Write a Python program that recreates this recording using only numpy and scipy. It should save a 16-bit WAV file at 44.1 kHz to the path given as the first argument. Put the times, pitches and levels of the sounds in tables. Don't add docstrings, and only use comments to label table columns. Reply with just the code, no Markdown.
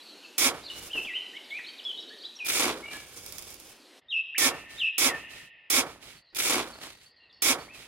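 import sys
import numpy as np
from scipy import signal
from scipy.fft import rfft, irfft, next_fast_len
from scipy.io import wavfile
from scipy.ndimage import uniform_filter1d, map_coordinates

SR = 44100
rng = np.random.default_rng(int(sys.argv[2]) if len(sys.argv) > 2 else 0)


def dump_mix(stems):
    frames = np.atleast_2d(stems).T
    limited = np.clip(frames, -1, 1)
    pcm = np.round(limited * 32767).astype(np.int16)
    wavfile.write(sys.argv[1], SR, pcm)


N = 347067
TOP_HZ = 16000

# (frequency [Hz], relative density [dB])
AIRY_SPECTRUM = [(35, -85.5), (60, -25.5), (129, -28.5), (199, -5.5), (309, 4), (1150, -8), (1560, -6.5),
                 (2200, -8), (2650, -2.5), (3750, -5), (5950, -12.5), (11600, -19), (13400, -23),
                 (15000, -46.5)]
# (frequency [Hz], relative density [dB])
CALM_SPECTRUM = [(24, -45.5), (40, -10), (103, -9), (182, -13.5), (568, -9), (1690, -16), (1870, 0),
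                 (2340, -17), (2710, -10), (3140, -11.5), (4560, -23), (5160, -24), (5850, -46.5),
                 (15000, -65.5)]
# (time [s], level [dB])
AIRY_LEVEL = [(0, -53), (.35, -53.5), (1.2, -53), (2.05, -55), (2.4, -56), (3.5, -57), (3.994, -56),
              (4.02, -100)]
# (time [s], level [dB])
CALM_LEVEL = [(3.98, -100), (4.019, -66.5), (5.5, -66.5), (6.3, -69.5), (7.2, -67), (7.87, -60)]
# (time [s], hold [s], level [dB])
HUM_SWELLS = [(1.8, 0.23, -58.5), (2.6, 0.042, -44)]

# (frequency [Hz], t60 [s])
TREE_DECAY = [(1000, 0.82), (2500, 0.92), (5000, 0.77), (10000, 0.35)]
# (start [s], end [s], pitch [Hz], mean level [dB])
TWITTER = [(0, .25, 4210, -64), (0.616, .74, 3850, -59), (1.103, 2.35, 3800, -66),
           (3.142, 3.7, 5080, -70.5), (3.717, 3.92, 4270, -74.5), (6.171, 6.36, 4440, -74.5),
           (6.696, 7.4, 4500, -73)]
# (time [s], length [s], start [Hz], end [Hz], glide done halfway [share], level [dB])
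WHISTLES = [(.243, .022, 2750, 2620, .5, -50), (.638, .025, 4750, 4600, .2, -50),
            (0.932, 0.07, 3090, 2697, 0.98, -31.5), (1.064, 0.062, 2765, 2013, 0.87, -40),
            (1.137, 0.055, 2423, 2907, 1.38, -35), (1.333, .052, 1780, 2300, 0.72, -47.5),
            (1.508, 0.079, 2141, 2590, 0.4, -39.5), (1.663, 0.041, 3970, 4400, 1.2, -47),
            (1.851, .068, 3438, 2955, 0.34, -34.5), (2.102, .034, 1660, 1872, 0.74, -52.5),
            (2.403, 0.072, 2546, 2440, 1.13, -39), (2.828, 0.098, 2184, 2330, .9, -45),
            (2.855, 0.06, 2880, 2784, .5, -50), (2.928, 0.039, 1610, 1686, 1.3, -48),
            (7.137, 0.11, 1927, 1876, 1.4, -69), (7.201, .08, 2775, 2540, .1, -64),
            (7.68, 0.084, 2005, 2355, 1.8, -53)]
# (time [s], middle pitch [Hz], sweep [octaves], level [dB])
CHIPS = [(0.228, 2950, -.4, -52), (.657, 4230, -0.21, -44), (.678, 3450, -.22, -47),
         (.7, 2913, -0.092, -39.5), (.9, 2850, 0.36, -43), (1.038, 3060, 0.45, -41), (1.154, 2907, .2, -35),
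         (1.359, 3160, -0.38, -44), (1.5, 3290, -.33, -46.5), (1.574, 2208, -0.55, -40),
         (1.643, 3450, -0.39, -47.5), (1.678, 3150, 0.2, -45.5), (1.783, 3400, -0.55, -44),
         (1.976, 3814, 0.092, -39), (2.025, 3850, -0.27, -53), (2.21, 4200, 0.46, -49),
         (2.236, 3450, 0.27, -43.5), (2.25, 3930, 0.087, -39.5), (2.355, 5700, -0.14, -50.5),
         (2.39, 2753, -0.4, -43), (6.163, 4350, -.2, -62), (6.724, 4380, -0.25, -52.5),
         (7.058, 4500, 0.18, -58), (7.295, 3600, -.2, -62), (7.328, 4560, -.15, -59),
         (7.598, 4560, .1, -54)]
# (start [s], end [s], pitch [Hz], mean level [dB])
CHATTER = [(0, .16, 3900, -58), (1.44, 1.8, 4370, -58.5), (1.97, 2.26, 3900, -53)]
CHIP_S = 0.021
CHATTER_GAP_S, CHATTER_SCATTER_OCT, CHATTER_SWEEP_OCT = 0.045, 0.13, 0.33

# (warble time [s], level [dB], slur time [s], level [dB], level offset at slur start [dB])
NEAR_CALLS = [(4.083, -31.5, 4.346, -35.5, -0.5), (4.772, -29, 5.047, -35.5, -11.5)]
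WARBLE_HZ, SLUR_HZ = (3510, 3873, 2665), (1540, 3000, 1788)
WARBLE_S, SLUR_S = 0.12, 0.14
FLICK_S, SLIDE_S = 0.021, 0.015
WARBLE_DEPTH_HZ, WARBLE_ONSET_S = 126, 0.04

# (frequency [Hz], left-right correlation [-1..1])
LIKENESS = [(100, 0.93), (600, 0.9), (1400, 1), (3000, 0.38), (12000, 0.16)]
# (frequency [Hz], left minus right [dB])
STEREO_TILT = [(100, -1.5), (300, -5), (900, -1.5), (2400, -3.5), (4500, -5), (8000, -4.5), (13000, -5.5)]
# (frequency [Hz], relative density [dB])
SAND_SPECTRUM = [(190, -13), (290, -7.5), (430, -8.5), (900, -10.5), (1300, -9.5), (1600, -12),
                 (3000, -12.5), (6000, -11.5), (10000, -10), (15500, -12)]
# (centre [Hz], full width at half the dB gain [Hz], gain [dB])
BLADE_MODES = [(279, 20, 8.5), (360.8, 21, 11), (471.6, 14, 10), (518, 17, 6), (777, 56, 5.5),
               (1096, 73, 5), (1350, 150, 2), (2229, 110, 9), (2388, 400, 6.5), (3267, 36, 10),
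               (3510, 160, 6.5), (3520, 80, 1), (3810, 160, 4), (4867, 72, 12.5), (5310, 240, 8),
               (5650, 86, 4.5), (5790, 50, 10.5), (6280, 98, 10.5), (6920, 220, 5.5), (7210, 80, 4.5),
               (8000, 83, -0.5), (9120, 400, 2.5), (9630, 180, 6), (10430, 100, 3), (10730, 55, -11.5),
               (11330, 90, -2.5), (13200, 120, 1.5)]
# (frequency [Hz], gain [dB])
LOOSE_BRIGHTNESS = [(500, -1), (1500, -4.5), (4000, -2), (9000, 0), (15000, -2.5)]
# (time [s], hold [s], nominal level [dB])
TRICKLES = [(0.703, 0.077, -44), (0.879, 0.076, -49.5), (2.853, 0.19, -52), (3.08, 0.36, -46),
            (3.502, 0.13, -51.5)]
TRICKLE_ATTACK_S, TRICKLE_T60_S = 0.089, 0.27
# (time [s], nominal peak, before a 6.5 dB trim [dB])
SNAPS = [(2.447, -31), (3.2624, -25.5), (3.3233, -23.5), (3.383, -20.5), (3.3914, -29), (3.4235, -29),
         (3.5036, -31), (3.5424, -30.5), (3.6, -33), (6.348, -25.5)]
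# (time [s], nominal level, before an 8 dB boost [dB])
CLOD_DROPS = [(.945, -42.5), (0.975, -45.5), (1.046, -51.5), (6.325, -62.5)]
# (frequency [Hz], relative density [dB])
CLOD_SPECTRUM = [(40, -9), (120, -19.5), (330, -1), (1000, -12.5), (2500, -13), (8000, -36.5)]

# (contact to peak [s], nominal peak [dB], climb over that time [dB], release [dB/s])
STAB_LAYERS = [(0.087, -27, 17.5, 190.5), (.1, -23, 7, 560), (.095, -21.5, 4, 619.5)]
# (contact to peak [s], nominal peak [dB], climb over that time [dB], release [dB/s])
PUSH_LAYERS = [(0.23, -24.5, 26.4, 229), (0.23, -27, 7.2, 250), (0.2, -26, 5.5, 240)]
STAB_TIMES = [0.3794, 4.379, 4.9795, 5.6996, 7.4196]
PUSH_TIMES = [2.446, 6.347]
# (time after contact [s], hold [s], t60 [s], rasp [dB], crunch over rasp [dB])
STAB_RUSTLES = [(.14, 0.043, 0.36, -50, -3.5), (0.299, 0.075, 0.65, -50.5, -8)]
# (time after contact [s], hold [s], t60 [s], rasp [dB], crunch over rasp [dB])
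PUSH_RUSTLES = [(.3, 0.19, 0.32, -54.5, 1.5), (0.448, 0.021, 0.48, -45.5, -14), (.64, .05, .3, -62, -17)]
CONTACT_S = 0.008
RUSTLE_ATTACK_S, RUSTLE_HISS_DB = 0.029, -4.5
RING_S = 0.15


def amp(db):
    return 10 ** (np.asarray(db) / 20)


def unit(x):
    return x / np.sqrt(np.mean(x ** 2) + 1e-20)


def along(points, hz):
    f, v = np.transpose(points)
    return np.interp(np.log(hz + 1), np.log(f + 1), v)


def curves(rows, t):
    s, *cols = np.transpose(rows)
    return [np.interp(t, s, c) for c in cols]


def clock(length_s):
    return np.arange(int(length_s * SR)) / SR


def fade(t, edge_s):
    return np.clip(np.minimum(t - t[0], t[-1] - t) / edge_s, 0, 1)


def swell(t, attack_s, hold_s, t60_s):
    decay = amp(-60 * np.maximum(t - attack_s - hold_s, 0) / t60_s)
    return np.clip(t / attack_s, 0, 1) ** 2 * decay


def wobble(rate_hz, n):
    knots = rng.standard_normal(int(n * rate_hz / SR) + 4)
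    return map_coordinates(knots, [np.arange(n) * rate_hz / SR])


def add(track, s, sound):
    i = max(round(s * SR), 0)
    track[..., i:i + sound.shape[-1]] += sound[..., :max(N - i, 0)]


def coloured(x, gain):
    m = 2 * next_fast_len(x.shape[-1] // 2 + 4096)
    cep = irfft(np.log(np.maximum(gain(np.fft.rfftfreq(m, 1 / SR)), 1e-5)), m)
    cep[..., 1:m // 2] *= 2
    cep[..., m // 2 + 1:] = 0
    return irfft(rfft(x, m) * np.exp(rfft(cep)), m)[..., :x.shape[-1]]


def band(hz, lo, hi, order=8):
    low_side = 1 + (lo / (hz + 1)) ** order
    high_side = 1 + (hz / hi) ** order
    return (low_side * high_side) ** -.5


def placed(pair, lean):
    n = pair.shape[-1]
    hz = np.fft.rfftfreq(n, 1 / SR)
    turn = np.arccos(np.clip(along(LIKENESS, hz), 0, .99)) / 2
    mid, side = rfft(pair) * [np.cos(turn), np.sin(turn)]
    tilt = amp(lean * along(STEREO_TILT, hz) / 2)
    late = np.exp(-2j * np.pi * hz * 4 / SR)
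    return unit(irfft([(mid + side) * tilt * late, (mid - side) / tilt], n))


def hush(spectrum, level, side_db, patchy_db):
    z = signal.stft(rng.standard_normal((2, N)), nperseg=512)[2]
    field = uniform_filter1d(rng.standard_normal(z.shape[1:]), size=5, axis=0)
    field = uniform_filter1d(field, size=16, axis=1)
    pair = signal.istft(z * amp(patchy_db * unit(field)), nperseg=512)[1][:, :N]
    mid, side = coloured(pair, lambda hz: amp(along(spectrum, hz)))
    level_db = curves(level, np.arange(N) / SR)[0]
    return amp(level_db) * unit(mid + amp(side_db) * np.array([side, -side]))


def low_hum():
    t = np.arange(N) / SR
    hum = unit(coloured(rng.standard_normal(N), lambda hz: band(hz, 396, 380)))
    return hum * sum(amp(db) * swell(t - s, attack_s=.13, hold_s=hold, t60_s=0.37)
                     for s, hold, db in HUM_SWELLS)


def whistle(hz, overtone_db):
    phase = 2 * np.pi * np.cumsum(hz * (1 + 0.013 * wobble(300, len(hz)))) / SR
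    overtones = np.sin(2 * phase) + amp(-9) * np.sin(3 * phase) + amp(-16) * np.sin(4 * phase)
    return np.sqrt(2) * (np.sin(phase) + amp(overtone_db) * overtones)


def echoed(x, wet_db, stretch, side_db, early_db):
    hz, t, z = signal.stft(rng.standard_normal((2, 2 * SR)), SR, nperseg=256)
    t60_s = stretch * along(TREE_DECAY, hz)[:, None]
    tail = signal.istft(z * amp(-60 * t / t60_s), SR, nperseg=256)[1]
    tail = tail / np.linalg.norm(tail[0])
    mid, side = signal.fftconvolve(x[None], tail, axes=1)[:, :N]
    near = x.copy()
    for delay_s in rng.uniform(0.0024, 0.024, size=6):
        add(near, delay_s, amp(early_db) * x)
    return near + amp(wet_db) * (mid + amp(side_db) * np.array([side, -side]))


def syllable(length_s, pitches_hz, flutter_db):
    t = clock(length_s)
    u = t / length_s
    pitch_hz = np.polyval(np.polyfit([0, .5, 1], pitches_hz, 2), u)
    strength = amp(flutter_db * wobble(158, len(t))) * np.sin(np.pi * u) ** 0.12
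    return unit(strength * whistle(pitch_hz, overtone_db=-39.5))


def chip(hz, octaves):
    return syllable(CHIP_S, hz * 2 ** (octaves * np.array([-.5, 0, .5])), flutter_db=4.5)


def songbirds():
    song, far = np.zeros(N), np.zeros(N)
    for s, length_s, start_hz, end_hz, bend, db in WHISTLES:
        pitches_hz = [start_hz, start_hz + bend * (end_hz - start_hz), end_hz]
        add(song, s, amp(db) * syllable(length_s, pitches_hz, flutter_db=2))
    for s, hz, octaves, db in CHIPS:
        add(song, s, amp(db) * chip(hz, octaves))
    for start, end, hz, db in CHATTER:
        for s in np.arange(start, end, CHATTER_GAP_S):
            late, size, high, way = rng.standard_normal(4)
            note = chip(hz * 2 ** (CHATTER_SCATTER_OCT * high), CHATTER_SWEEP_OCT * np.sign(way))
            add(song, s + 0.016 * late, amp(db + 2 * size) * note)
    for start, end, hz, db in TWITTER:
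        for s in np.arange(start, end, .03):
            late, size, *bend = rng.standard_normal(5)
            note = syllable(0.014, hz * np.exp(0.071 * np.array(bend)), flutter_db=-0.5)
            add(far, s + 0.0087 * late, amp(db + 2 * size) * note)
    twitter = echoed(far, wet_db=7, stretch=.5, side_db=-35, early_db=-9)
    return echoed(song, wet_db=-5.0, stretch=0.8, side_db=-62, early_db=-16) + twitter


def hook(t, pitches_hz):
    start, top, settled = pitches_hz
    flick = start + (top - start) * t / FLICK_S
    slide = settled + (top - settled) * np.exp((FLICK_S - t) / SLIDE_S)
    return np.where(t < FLICK_S, flick, slide)


def near_note(length_s, pitches_hz, db, depth_hz, attack_s, soft_db, sag_db):
    t = clock(length_s)
    level_db = db + soft_db * np.maximum(1 - t / attack_s, 0) + sag_db * (t / length_s) ** 4
    warble_hz = depth_hz * np.minimum(t / WARBLE_ONSET_S, 1) ** 4
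    warble = np.sin(2 * np.pi * 59 * t)
    flutter_db = 1.1 * wobble(350, len(t))
    overtone_db = -22.0 + 0.49 * level_db
    strength = amp(level_db - warble * warble_hz / 90 + flutter_db) * fade(t, 0.0038)
    return strength * whistle(hook(t, pitches_hz) + warble_hz * warble, overtone_db)


def near_bird():
    song = np.zeros(N)
    for warble_s, warble_db, slur_s, slur_db, soft_db in NEAR_CALLS:
        add(song, warble_s, near_note(WARBLE_S, WARBLE_HZ, warble_db, depth_hz=WARBLE_DEPTH_HZ,
                                      attack_s=0.04, soft_db=-21.5, sag_db=2))
        add(song, slur_s, near_note(SLUR_S, SLUR_HZ, slur_db, depth_hz=0,
                                    attack_s=.04, soft_db=soft_db, sag_db=-14.5))
    return echoed(song, wet_db=-8.5, stretch=2.18, side_db=-9.5, early_db=-11.5)


def grains(n, rate_hz, spread_db):
    hit = rng.random((2, n)) < rate_hz / SR
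    size = amp(spread_db * np.minimum(rng.exponential(size=(2, n)), 4))
    return unit(hit * size * rng.choice([-1, 1], (2, n)))


def trowel(hz):
    modes_db = sum(db / (1 + (2 * (hz - c) / w) ** 2) for c, w, db in BLADE_MODES)
    return amp(along(SAND_SPECTRUM, hz) + modes_db)


def trickle(hold_s):
    t = clock(TRICKLE_ATTACK_S + hold_s + TRICKLE_T60_S / 2)
    n = len(t)
    spill = grains(n, rate_hz=2800, spread_db=-2) * amp(1.9 * wobble(70.2, n))
    fall = coloured(spill, lambda hz: trowel(hz) * amp(along(LOOSE_BRIGHTNESS, hz))
                    * band(hz, 400, 18000, order=2))
    ground = coloured(rng.standard_normal((2, n)), lambda hz: band(hz, 28, 143, order=4))
    envelope = swell(t, TRICKLE_ATTACK_S, hold_s, TRICKLE_T60_S) * fade(t, .01)
    return envelope * (placed(fall, lean=0.67) + amp(-13.5) * placed(ground, lean=.3))


def crumbs():
    out = np.zeros((2, N))
    for s, hold_s, db in TRICKLES:
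        add(out, s, amp(db) * trickle(hold_s))
    t = clock(0.089)
    for s, db in SNAPS:
        noise = rng.standard_normal((2, len(t)))
        snap = placed(coloured(noise, lambda hz: trowel(hz) * band(hz, 2700, 19000, order=2)), lean=7.1)
        add(out, s, amp(db - 6.5 - 60 * t / 0.019) * snap)
    for s, db in CLOD_DROPS:
        noise = rng.standard_normal((2, len(t)))
        puff = placed(coloured(noise, lambda hz: amp(along(CLOD_SPECTRUM, hz))), lean=0.49)
        add(out, s, amp(db + 8 - 60 * t / 0.18) * fade(t, 0.0085) * puff)
    return out


def thrust(t, layers, rustles, contact_db):
    peak_s, peak_db, climb_db, release = np.transpose(layers)[:, :, None]
    climb = amp(climb_db * (t / peak_s - 1))
    fall = amp(-release * (t - peak_s))
    cutting = amp(peak_db + contact_db * np.exp(-t / CONTACT_S)) / np.hypot(1 / climb, 1 / fall)
    loose = sum(amp([[db + crunch_db], [db], [db + RUSTLE_HISS_DB]])
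                * swell(t - s, RUSTLE_ATTACK_S, hold_s, t60_s)
                for s, hold_s, t60_s, db, crunch_db in rustles)
    return 20 * np.log10(cutting + loose)


def stroke(layers, rustles, length_s, contact_db, ring, lean, stop_s, stop_db, stop_hz, stop_width_s,
           slip_db, rumble_db, muffle_db):
    t = clock(length_s)
    n = len(t)
    crunch_db, rasp_db, hiss_db = thrust(t, layers, rustles, contact_db)
    slip = wobble(152.1, n)
    touching = ring * np.exp(-np.maximum(t - stop_s, 0) / RING_S)

    def layer(lo, hi, rate_hz, spread_db):
        jerks = amp(slip_db * (slip + wobble(260, n)) / np.sqrt(2))
        hits = grains(n, rate_hz, spread_db) * jerks
        on_steel = coloured(hits, lambda hz: trowel(hz) * band(hz, lo, hi))
        on_sand = coloured(hits, lambda hz: amp(along(SAND_SPECTRUM, hz)) * band(hz, lo, hi))
        return touching * placed(on_steel, lean) + (1 - touching) * placed(on_sand, lean)

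    crunch = amp(crunch_db) * layer(201, 1610, rate_hz=2000, spread_db=2.5)
    rasp = amp(rasp_db) * layer(1730, 4310, rate_hz=5000, spread_db=4.0)
    bright = amp(-muffle_db * np.minimum(t / (0.62 * stop_s), 1) ** 2)
    sizzle = bright * layer(10500, 18000, rate_hz=11000, spread_db=1.5)
    fine = layer(4800, 10130, rate_hz=7900, spread_db=-1.5)
    hiss = amp(hiss_db) * (fine + sizzle) / np.hypot(1, bright)
    ground = coloured(rng.standard_normal((2, n)), lambda hz: band(hz, 46, 175, order=4))
    rumble = amp(rumble_db + 0.41 * crunch_db) * placed(ground, lean / 2)
    bump = np.exp(-((t - stop_s) / stop_width_s) ** 2)
    thud = amp(stop_db) * bump * np.sin(2 * np.pi * stop_hz * t)
    mix = crunch + rasp + hiss + rumble + thud * amp([[-2 * lean], [2 * lean]])
    return mix * fade(t, 0.003) * np.clip((t[-1] - t) / 0.047, 0, 1)


def digging():
    out = np.zeros((2, N))
    stab = stroke(STAB_LAYERS, STAB_RUSTLES, length_s=.53, contact_db=5.0, ring=0.96, lean=0.97,
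                  stop_s=0.089, stop_db=-24, stop_hz=268, stop_width_s=0.0105,
                  slip_db=0, rumble_db=-38.5, muffle_db=10.5)
    push = stroke(PUSH_LAYERS, PUSH_RUSTLES, length_s=.78, contact_db=-19, ring=0.64, lean=0.5,
                  stop_s=0.216, stop_db=-29, stop_hz=305, stop_width_s=0.009,
                  slip_db=2.0, rumble_db=-40.5, muffle_db=10.0)
    for gesture, moments in (stab, STAB_TIMES), (push, PUSH_TIMES):
        for s in moments:
            add(out, s, gesture)
    return out


def scene():
    air = hush(AIRY_SPECTRUM, AIRY_LEVEL, side_db=-50.5, patchy_db=1.5)
    air = air + hush(CALM_SPECTRUM, CALM_LEVEL, side_db=-16.5, patchy_db=1)
    return digging() + crumbs() + songbirds() + near_bird() + low_hum() + air


def record(dry):
    m = next_fast_len(N + SR // 2)
    passed = (1 - np.tanh((np.fft.rfftfreq(m, 1 / SR) - TOP_HZ) / 120)) / 2
    return irfft(rfft(dry, m) * passed, m)[:, :N]


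dry = scene()
out = record(dry)
dump_mix(out)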